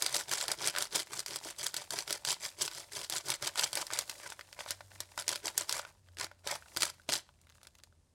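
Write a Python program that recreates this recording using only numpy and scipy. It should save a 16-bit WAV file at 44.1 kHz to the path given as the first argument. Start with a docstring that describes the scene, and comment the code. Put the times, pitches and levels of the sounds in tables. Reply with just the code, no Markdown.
"""An oil pastel is scribbled in fast sweeps over a crumpled notebook page on a desk, close to the microphone.
The wax sticks and slips on the paper's grain: random micro-slips, shaped by each sweep, ring tip, sheet and pad.
Creases snap as short bursts through one resonance; the loose page pats down and the hand thumps the desk.
Hand and sleeve rub as filtered grains between strokes; at the end the page settles in faint ticks.
Behind it lies a quiet room: filtered noise for the air and a faint hum of wavering pitch."""
import sys
import numpy as np
from scipy import signal
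from scipy.fft import rfft, irfft
from scipy.io import wavfile

SR = 44100
rng = np.random.default_rng(int(sys.argv[2]) if len(sys.argv) > 2 else 0)


def bounce(signal):
    """Save signal as a 16-bit WAV file at the path given by the first command-line argument."""
    frames = np.transpose(np.atleast_2d(signal))
    limited = np.clip(frames, -1, 1)
    pcm = np.round(limited * 32767).astype(np.int16)
    wavfile.write(sys.argv[1], SR, pcm)


N = 358964
TIME = np.arange(N) / SR

# sweeps of the pastel: fastest moment [t/s], length [s], relative scratch [level/dB], extra on the pad [dB]
SWEEPS = [(0.049, 0.21, -39, 1), (0.169, 0.17, -33, -0.5), (0.336, 0.15, -33.5, 1), (0.418, 0.16, -38, -6),
          (0.513, 0.1, -36, 4), (0.649, .17, -36, 3.5), (0.812, 0.17, -38, 1.5), (0.975, .15, -32.5, 2),
          (1.164, 0.18, -41, 2.5), (1.329, 0.16, -39, 3), (1.476, 0.14, -40, 1.5),
          (1.644, 0.17, -37.5, -1.5), (1.791, 0.15, -41.5, -1.5), (1.971, 0.17, -38, 2),
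          (2.127, 0.14, -37.5, 0.5), (2.302, 0.13, -32, -2.5), (2.448, 0.13, -37.5, -4.5),
          (2.635, .14, -35, 2), (2.774, .19, -43, -3.5), (2.987, .2, -39.5, 0), (3.158, 0.15, -35.5, -0.5),
          (3.304, .15, -34.5, 2), (3.46, 0.11, -37, 4.5), (3.624, 0.17, -32.5, -2.5), (3.785, 0.14, -36, 1),
          (3.966, .17, -40.5, -4), (4.274, 0.21, -49, 2.5), (4.61, .11, -50.5, -5), (4.708, .11, -42, -8),
          (5.016, 0.069, -52.5, -3), (5.202, 0.077, -40, -2.5), (5.322, 0.14, -40.5, 0.5),
          (5.472, 0.11, -40.5, 4), (5.604, .13, -39, 1.5), (5.747, .18, -36.5, -2.5), (5.856, 0.17, -61, 1),
          (6.223, .12, -41.5, 4), (6.519, 0.18, -41, 1), (6.838, 0.18, -35, -3.5), (7.145, 0.15, -35, 1)]
# resonances of the notebook on the desk: centre [f/Hz], width [Hz], lift [dB]
NOTEBOOK_MODES = [(135.7, 22, 10), (334, 18, 7), (586, 25, 6.5), (997, 32, 5), (1490, 140, 4.5),
                  (3365, 400, 1)]


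def undb(db):
    """Decibels to gain."""
    return 10 ** (np.asarray(db) / 20)


def unit(x):
    """Scale to rms 1."""
    return x / np.sqrt(np.mean(x ** 2))


def add(track, s, sound):
    """Mix a sound into a track at time s."""
    i = max(int(s * SR), 0)
    track[i:i + len(sound)] += sound[:max(N - i, 0)]


def wander(rate):
    """Random motion of rms 1, drawn as straight lines between about `rate` random points a second."""
    point_s = np.cumsum(rng.uniform(.5, 1.5, N // 30)) / rate
    return unit(np.interp(TIME, point_s, rng.standard_normal(len(point_s))))


def response(points, modes=(), size=8192):
    """Minimum-phase impulse response of unit energy for a colour with resonances on top."""
    f = np.arange(size // 2 + 1) * SR / size + 1  # 1 Hz up, to keep the logarithm finite
    hz, colour_db = np.transpose(points)
    db = np.interp(np.log(f), np.log(hz), colour_db)
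    for centre, width, lift in modes:
        db = db + lift / (1 + (2 * (f - centre) / width) ** 2)
    # folding the cepstrum onto positive time makes the response causal
    cepstrum = irfft(np.log(undb(db)))
    cepstrum[1:size // 2] *= 2
    cepstrum[size // 2 + 1:] = 0
    h = irfft(np.exp(rfft(cepstrum)))[:size // 2]
    return h / np.linalg.norm(h)


def ring(x, h):
    """Pass a sound through an impulse response."""
    return signal.oaconvolve(x, h)[:len(x)]


def burst(decay_s, spike, size=2048):
    """A quick run of tiny slips that builds and dies away; unit energy, more uneven with `spike`."""
    age = TIME[:size] / decay_s
    slips = rng.standard_normal(size) * np.exp(spike * rng.standard_normal(size))
    slips = slips * np.sqrt(age) * np.exp(-age)
    return slips / np.linalg.norm(slips)


def facet(x, hz, q):
    """The broad resonance of one small facet of crumpled paper, a second-order band-pass."""
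    prewarped_fs = .5 / np.tan(np.pi * hz / SR)  # puts the peak exactly at hz
    b, a = signal.bilinear([1 / q, 0], [1, 1 / q, 1], fs=prewarped_fs)
    return signal.lfilter(b, a, x)


def grains(rate, spread_db):
    """Random micro-slips, `rate` a second, a few much bigger than the rest; rms 1."""
    when, luck, push = rng.random((int(rate * N / SR), 3)).T
    size = undb(spread_db * np.minimum(-np.log(1 - luck), 4))
    return unit(np.bincount((when * N).astype(int), size * np.sign(push - .5), N))


def crackle(rate, spread_db, decay_s, q, low_hz, high_hz, count=8):
    """Micro-slips spread over paper facets of different sizes, each with a short ring of its own; rms 1."""
    total = 0
    for hz in np.geomspace(low_hz, high_hz, count):
        facet_ring = facet(burst(decay_s, 0.32), hz, q)
        total = total + unit(ring(grains(rate / count, spread_db), facet_ring))
    return unit(total)


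def background():
    """Still room air as filtered noise, and a low hum whose pitch and level waver."""
    # low hum before wavering: [t/s], pitch [f/Hz], [level/dB]
    hum_path = [(0, 92.9, -82), (4.5, 95.35, -75.5), (4.8, 97, -64.5), (5.851, 94, -75.5),
                (6.12, 91.7, -61.5), (6.351, 87.9, -68.5), (7.2, 80.9, -72.5), (8.14, 81.4, -75)]
    # colour of the room air: [f/Hz], relative [level/dB]
    air_colour = [(20, -36), (45, -6.5), (120, -9.5), (240, -19.5), (850, -29.5), (2000, -38.5),
                  (9000, -35.5), (16000, -59)]
    s, hz, db = np.transpose(hum_path)
    pitch = np.interp(TIME, s, hz) * (1 + 0.022 * wander(18))
    tone = unit(np.sin(2 * np.pi * np.cumsum(pitch) / SR))
    hum = tone * undb(np.interp(TIME, s, db) + 2.4 * wander(17))
    air = unit(ring(rng.standard_normal(N), response(air_colour)))
    return hum + undb(-70.5) * air


def brushing():
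    """Hand and sleeve slide over the page: a soft rub with sparse crinkles."""
    # strength of the brushing: [t/s], relative [level/dB]
    brush_path = [(0, -53.5), (0.85, -58.5), (1.1, -59), (2.9, -58.5), (3.4, -57), (4.1, -53),
                  (4.48, -63.5), (4.7, -60), (4.9, -62.5), (5.15, -58.5), (5.86, -59.5), (5.96, -74.5),
                  (6.4, -72.5), (6.74, -54.5), (7, -69), (7.35, -75), (7.62, -70), (8.14, -87)]
    # colour of sleeve on paper: [f/Hz], relative [level/dB]
    sleeve_colour = [(100, -17.5), (300, -7), (600, 1.5), (1400, -7), (2400, -10.5), (4000, -4.5),
                     (9000, -3), (16000, -18.5)]
    level = undb(np.interp(TIME, *np.transpose(brush_path)) + 3.1 * wander(50))
    rub = unit(ring(grains(6000, spread_db=2.0), response(sleeve_colour, NOTEBOOK_MODES)))
    crinkles = crackle(98, spread_db=2.0, decay_s=0.00078, q=1.6, low_hz=710, high_hz=6000)
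    return level * (undb(-4.5) * rub + undb(-5.0) * crinkles)


def settling(start_s=7.44, end_s=7.86):
    """Let go, the crumpled page relaxes in faint ticks spread over facets of different pitch."""
    ticks = crackle(39.8, spread_db=1.5, decay_s=0.0012, q=0.92, low_hz=597, high_hz=4200)
    return undb(-69.5) * ticks * ((TIME > start_s) & (TIME < end_s))


def blows(table, colour, decay_s, gain_db):
    """Soft contacts that ring the notebook: short noise bursts through its resonances."""
    out, body = np.zeros(N), response(colour, NOTEBOOK_MODES)
    for s, db in table:
        blow = ring(burst(decay_s, spike=0.38, size=4096), body)
        add(out, s, undb(db + gain_db) * blow / np.linalg.norm(blow))
    return out


def thumps():
    """The hand lands hard and thumps the desk, a low-coloured blow."""
    # landings of the hand: [t/s], relative [level/dB]
    landings = [(1.457, -39), (3.425, -37), (3.925, -39.5), (5.577, -47), (6.465, -34.5), (6.764, -38.5),
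                (7.088, -29.5)]
    # colour of a thump: [f/Hz], relative [level/dB]
    thump_colour = [(30, -16), (80, 1.5), (145, -15), (320, 1.5), (750, 0), (2000, -29.5)]
    return blows(landings, thump_colour, decay_s=0.0042, gain_db=19)


def pats():
    """The loose page pats the sheets under it, a shorter and brighter blow."""
    # touches of the page: [t/s], relative [level/dB]
    touches = [(0.74, -37), (0.75, -30.5), (0.762, -34), (0.772, -28.5), (1.742, -34), (3.826, -32),
               (3.904, -32), (4.321, -34.5), (4.59, -34.5), (4.606, -31), (4.661, -35.5), (4.807, -37.5),
               (4.916, -47.5), (5.177, -28), (5.794, -29), (5.85, -36), (6.086, -52.5), (6.314, -42),
               (6.623, -45), (6.659, -49), (6.77, -30), (6.997, -49), (7.29, -50), (7.925, -59.5)]
    # colour of a pat: [f/Hz], relative [level/dB]
    pat_colour = [(100, -23.5), (350, -16), (580, -2.5), (1000, -4), (1500, 3), (1950, -8), (3500, -10),
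                  (16000, -34)]
    return blows(touches, pat_colour, decay_s=0.0012, gain_db=17)


def chance_snaps(count=6):
    """Creases give way by chance along a sweep: more in a long one, louder in a firm one."""
    rate_per_s, reach = 13, .65  # reach: middle share of the sweep in which they fall
    level_db, scatter_db, middle_hz = -1, 1.5, 4500  # level re the sweep's scratch level
    rows = []
    chances = rng.random((len(SWEEPS), count, 4))
    for (fastest, length, db, _), tries in zip(SWEEPS, chances):
        for luck, place, strength, size in tries:
            if luck < rate_per_s * length / count:
                s = fastest + reach * length * (place - .5)
                snap_db = db + level_db + scatter_db * (2 * strength - 1)
                rows.append((s, snap_db, middle_hz * 2 ** (size - .5)))
    return rows


def creases():
    """Creases give way with a crack a few milliseconds long; small facets sound brighter."""
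    # clear single snaps, from loud cracks to faint late ticks: [t/s], rms over 4 ms [level/dB], brightness [f/Hz]
    single_snaps = [(0.0226, -24, 6200), (0.0631, -25, 4760), (0.145, -28, 5060), (0.1651, -27, 7400),
                    (0.3142, -29, 4900), (0.3352, -27.5, 5500), (0.4117, -30, 4640), (0.4812, -29.5, 4200),
                    (0.5161, -27.5, 6000), (0.663, -32.5, 5780), (0.6731, -24, 6040), (0.7621, -30, 2810),
                    (0.7842, -27.5, 5290), (0.8234, -27, 5900), (0.9585, -27.5, 6280), (1.1928, -32, 5270),
                    (1.2028, -34.5, 4600), (1.2616, -34, 4750), (1.359, -32, 6240), (1.6657, -27, 5170),
                    (1.7418, -33, 3900), (1.766, -30, 4500), (1.9063, -31.5, 5600), (1.9879, -29.5, 4190),
                    (2.0772, -37.5, 3577), (2.1065, -30, 4840), (2.1266, -27.5, 5960),
                    (2.2496, -29.5, 5040), (2.2873, -32, 4800), (2.6214, -26.5, 6330), (3.0982, -31, 6250),
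                    (3.1235, -34, 4000), (3.3024, -26, 6120), (3.4245, -33.5, 3400), (3.4744, -29, 4460),
                    (3.5567, -35.5, 2800), (3.5815, -34, 3516), (3.5941, -25, 4154), (3.7301, -31.5, 4520),
                    (3.7534, -28.5, 6400), (3.7724, -30, 4700), (3.8673, -38.5, 5040), (3.935, -30, 5770),
                    (3.989, -24.5, 5520), (4.096, -33, 4840), (4.3015, -41.5, 6100), (4.3929, -42, 2400),
                    (4.41, -42.5, 2470), (4.5279, -44.5, 3100), (4.7068, -29, 6180), (5.0041, -32, 4900),
                    (5.2798, -25.5, 5310), (5.2908, -26, 5440), (5.3573, -32.5, 4700),
                    (5.4798, -31.5, 4050), (5.5779, -21.5, 7200), (5.694, -27.5, 4580), (5.7254, -27, 4990),
                    (6.1699, -46, 2350), (6.198, -36, 3960), (6.244, -35, 4060), (6.473, -31, 4200),
                    (6.5123, -32, 5090), (6.7638, -34, 4220), (6.7711, -28, 6100), (6.806, -34.5, 6080),
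                    (6.821, -24, 4324), (6.8313, -23, 4640), (6.8994, -40, 5410), (7.0904, -30, 2850),
                    (7.0967, -32.5, 3550), (7.1224, -28, 4250), (7.1365, -25.5, 4460),
                    (7.4142, -61.5, 7560), (7.631, -52, 4793), (7.6701, -48, 4300), (7.836, -49.5, 3930)]
    # colour of creased paper: [f/Hz], relative [level/dB]
    crease_colour = [(100, -17), (400, 3), (950, 0), (1500, -0.5), (2400, -6.5), (3300, -5), (4800, -2.5),
                     (6200, -6.5), (8300, -3), (12000, -6.5), (16000, -12.5)]
    out, paper = np.zeros(N), response(crease_colour, NOTEBOOK_MODES)
    span_s = .004  # the level is the crack's energy averaged over this time
    for s, db, hz in single_snaps + chance_snaps():
        crack = burst(decay_s=0.00099, spike=0.23) + undb(-7.5) * burst(decay_s=0.0041, spike=0.42)
        crack = ring(facet(crack, hz, q=0.97) + undb(-19) * crack, paper)
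        add(out, s, undb(db) * crack * np.sqrt(span_s * SR) / np.linalg.norm(crack))
    return out


def sweep(fastest, length):
    """The hand speeds up and slows like half a swing; power at the tip, 0-1."""
    swell = 3.75  # power grows as speed ** swell
    out = np.zeros(N)
    on = slice(*np.searchsorted(TIME, [fastest - length / 2, fastest + length / 2]))
    speed = np.abs(np.cos(np.pi * (TIME[on] - fastest) / length))
    out[on] = speed ** swell
    return out


def drive():
    """Amplitudes of tip, sheet and pad: a firmer sweep raises the scratch most, so light ones sound hollow."""
    # how loosely the page lies under the tip: [t/s], lift of the sheet's sound [dB]
    slack = [(0, 1.5), (0.8, 1), (1.2, -2), (2.3, -1), (2.7, -4.5), (3.6, 2.5), (4.6, -0.5), (5.5, -.5),
             (6.3, 4.5), (7.1, -1.5)]
    firm_db = -36.5  # scratch of an ordinary sweep
    sheet_db, sheet_growth = -44, 0.65  # relative level in an ordinary sweep; dB gained per dB of scratch
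    pad_db, pad_growth = -52, 0.83  # the same for the pad under the sheet
    press_lead_s = 0.0054  # the hand bears down on the pad just before it is fastest
    tip = sheet = pad = 0
    for fastest, length, db, weight_db in SWEEPS:
        power = sweep(fastest, length)
        press = sweep(fastest - press_lead_s, length)
        firmness_db = db - firm_db
        tip = tip + power * undb(db) ** 2
        sheet = sheet + power * undb(sheet_db + sheet_growth * firmness_db) ** 2
        pad = pad + press * undb(pad_db + pad_growth * firmness_db + weight_db) ** 2
    looseness = undb(np.interp(TIME, *np.transpose(slack)))
    return np.sqrt(tip), np.sqrt(sheet) * looseness, np.sqrt(pad)


def page_edge(x, lag_s, echo):
    """The page's edge reflects the vibration; the lag wanders as the tip travels, so the colour keeps changing."""
    lag = lag_s * np.exp(0.3445 * wander(12))
    return unit(x + echo * np.interp(TIME - lag, TIME, x))


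def pastel():
    """Each sweep speeds up and slows; the wax catches and lets go, hissing at the tip and driving sheet and pad."""
    # colour of the scratch at the tip: [f/Hz], relative [level/dB]
    scratch_colour = [(1200, -33.5), (2400, -11), (3200, 2.5), (4000, -1), (4800, 1), (6200, -1), (8200, 0),
                      (9500, -1.5), (12000, -7), (16000, -16)]
    # colour of the fluttering sheet: [f/Hz], relative [level/dB]
    sheet_colour = [(200, -26.5), (450, -1), (640, -0.5), (1000, -2.5), (1600, -3.5), (2300, -1.5),
                    (3200, -15), (6000, -35)]
    # colour of the pad underneath: [f/Hz], relative [level/dB]
    pad_colour = [(30, -23.5), (75, -10.5), (135, -3), (260, -9), (420, 6), (520, -5.5), (800, -17.5),
                  (2000, -57.5)]
    tip, sheet, pad = drive()
    # the grip changes from ridge to ridge, and now and then the wax catches hard
    grip = unit(undb(3.45 * wander(200) + 1.14 * wander(70)))
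    catches = ring(grains(150, spread_db=3.0), burst(decay_s=0.0005, spike=0.54))
    slips = unit(grip * grains(7000, spread_db=2.0) + undb(-4.0) * catches)
    # small facets crackle brightly; large ones flap with a hollow ring
    fine = grip * crackle(1300, spread_db=5.0, decay_s=0.00075, q=2.0, low_hz=2760, high_hz=9800)
    flaps = grip * crackle(600, spread_db=3.5, decay_s=0.00071, q=2.48, low_hz=799, high_hz=2230)
    scratch = ring(slips + undb(1.5) * fine, response(scratch_colour, NOTEBOOK_MODES))
    flutter = ring(slips + undb(-1.5) * flaps, response(sheet_colour, NOTEBOOK_MODES))
    shaking = unit(ring(slips, response(pad_colour, NOTEBOOK_MODES)))
    scratch = page_edge(scratch, lag_s=0.000705, echo=0.29)
    flutter = page_edge(flutter, lag_s=0.00221, echo=0.37)
    return undb(-1.9) * tip * scratch + undb(0.83) * sheet * flutter + undb(-0.4) * pad * shaking


def room(x, t60_s, wet_db, early_db, damp_hz):
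    """Early echoes from the cluttered desk, then the short, duller tail of the walls, both decaying noise."""
    t = TIME[:SR // 2]
    early = rng.standard_normal(len(t)) * (t > .002) * np.exp(-t / 0.0053)
    early = early / np.linalg.norm(early)
    tail = rng.standard_normal(len(t)) * (t > .007) * np.exp(-np.log(1000) * t / t60_s)
    tail = tail / np.linalg.norm(tail)  # wet_db applies to the tail before its treble is damped
    tail = signal.sosfilt(signal.butter(1, damp_hz, fs=SR, output="sos"), tail)
    return x + ring(x, undb(early_db) * early + undb(wet_db) * tail)


def scene():
    """Everything on the desk, heard in the room."""
    desk = brushing() + settling() + thumps() + pats() + creases() + pastel()
    heard = room(desk, t60_s=0.3, wet_db=-17.5, early_db=-14.5, damp_hz=4500)
    return (background() + heard)[None]


def record(dry):
    """The recorder cuts the top steeply above 16.1 kHz."""
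    return signal.sosfilt(signal.ellip(10, .2, 70, 16100, fs=SR, output="sos"), dry)


dry = scene()
out = record(dry)
bounce(out)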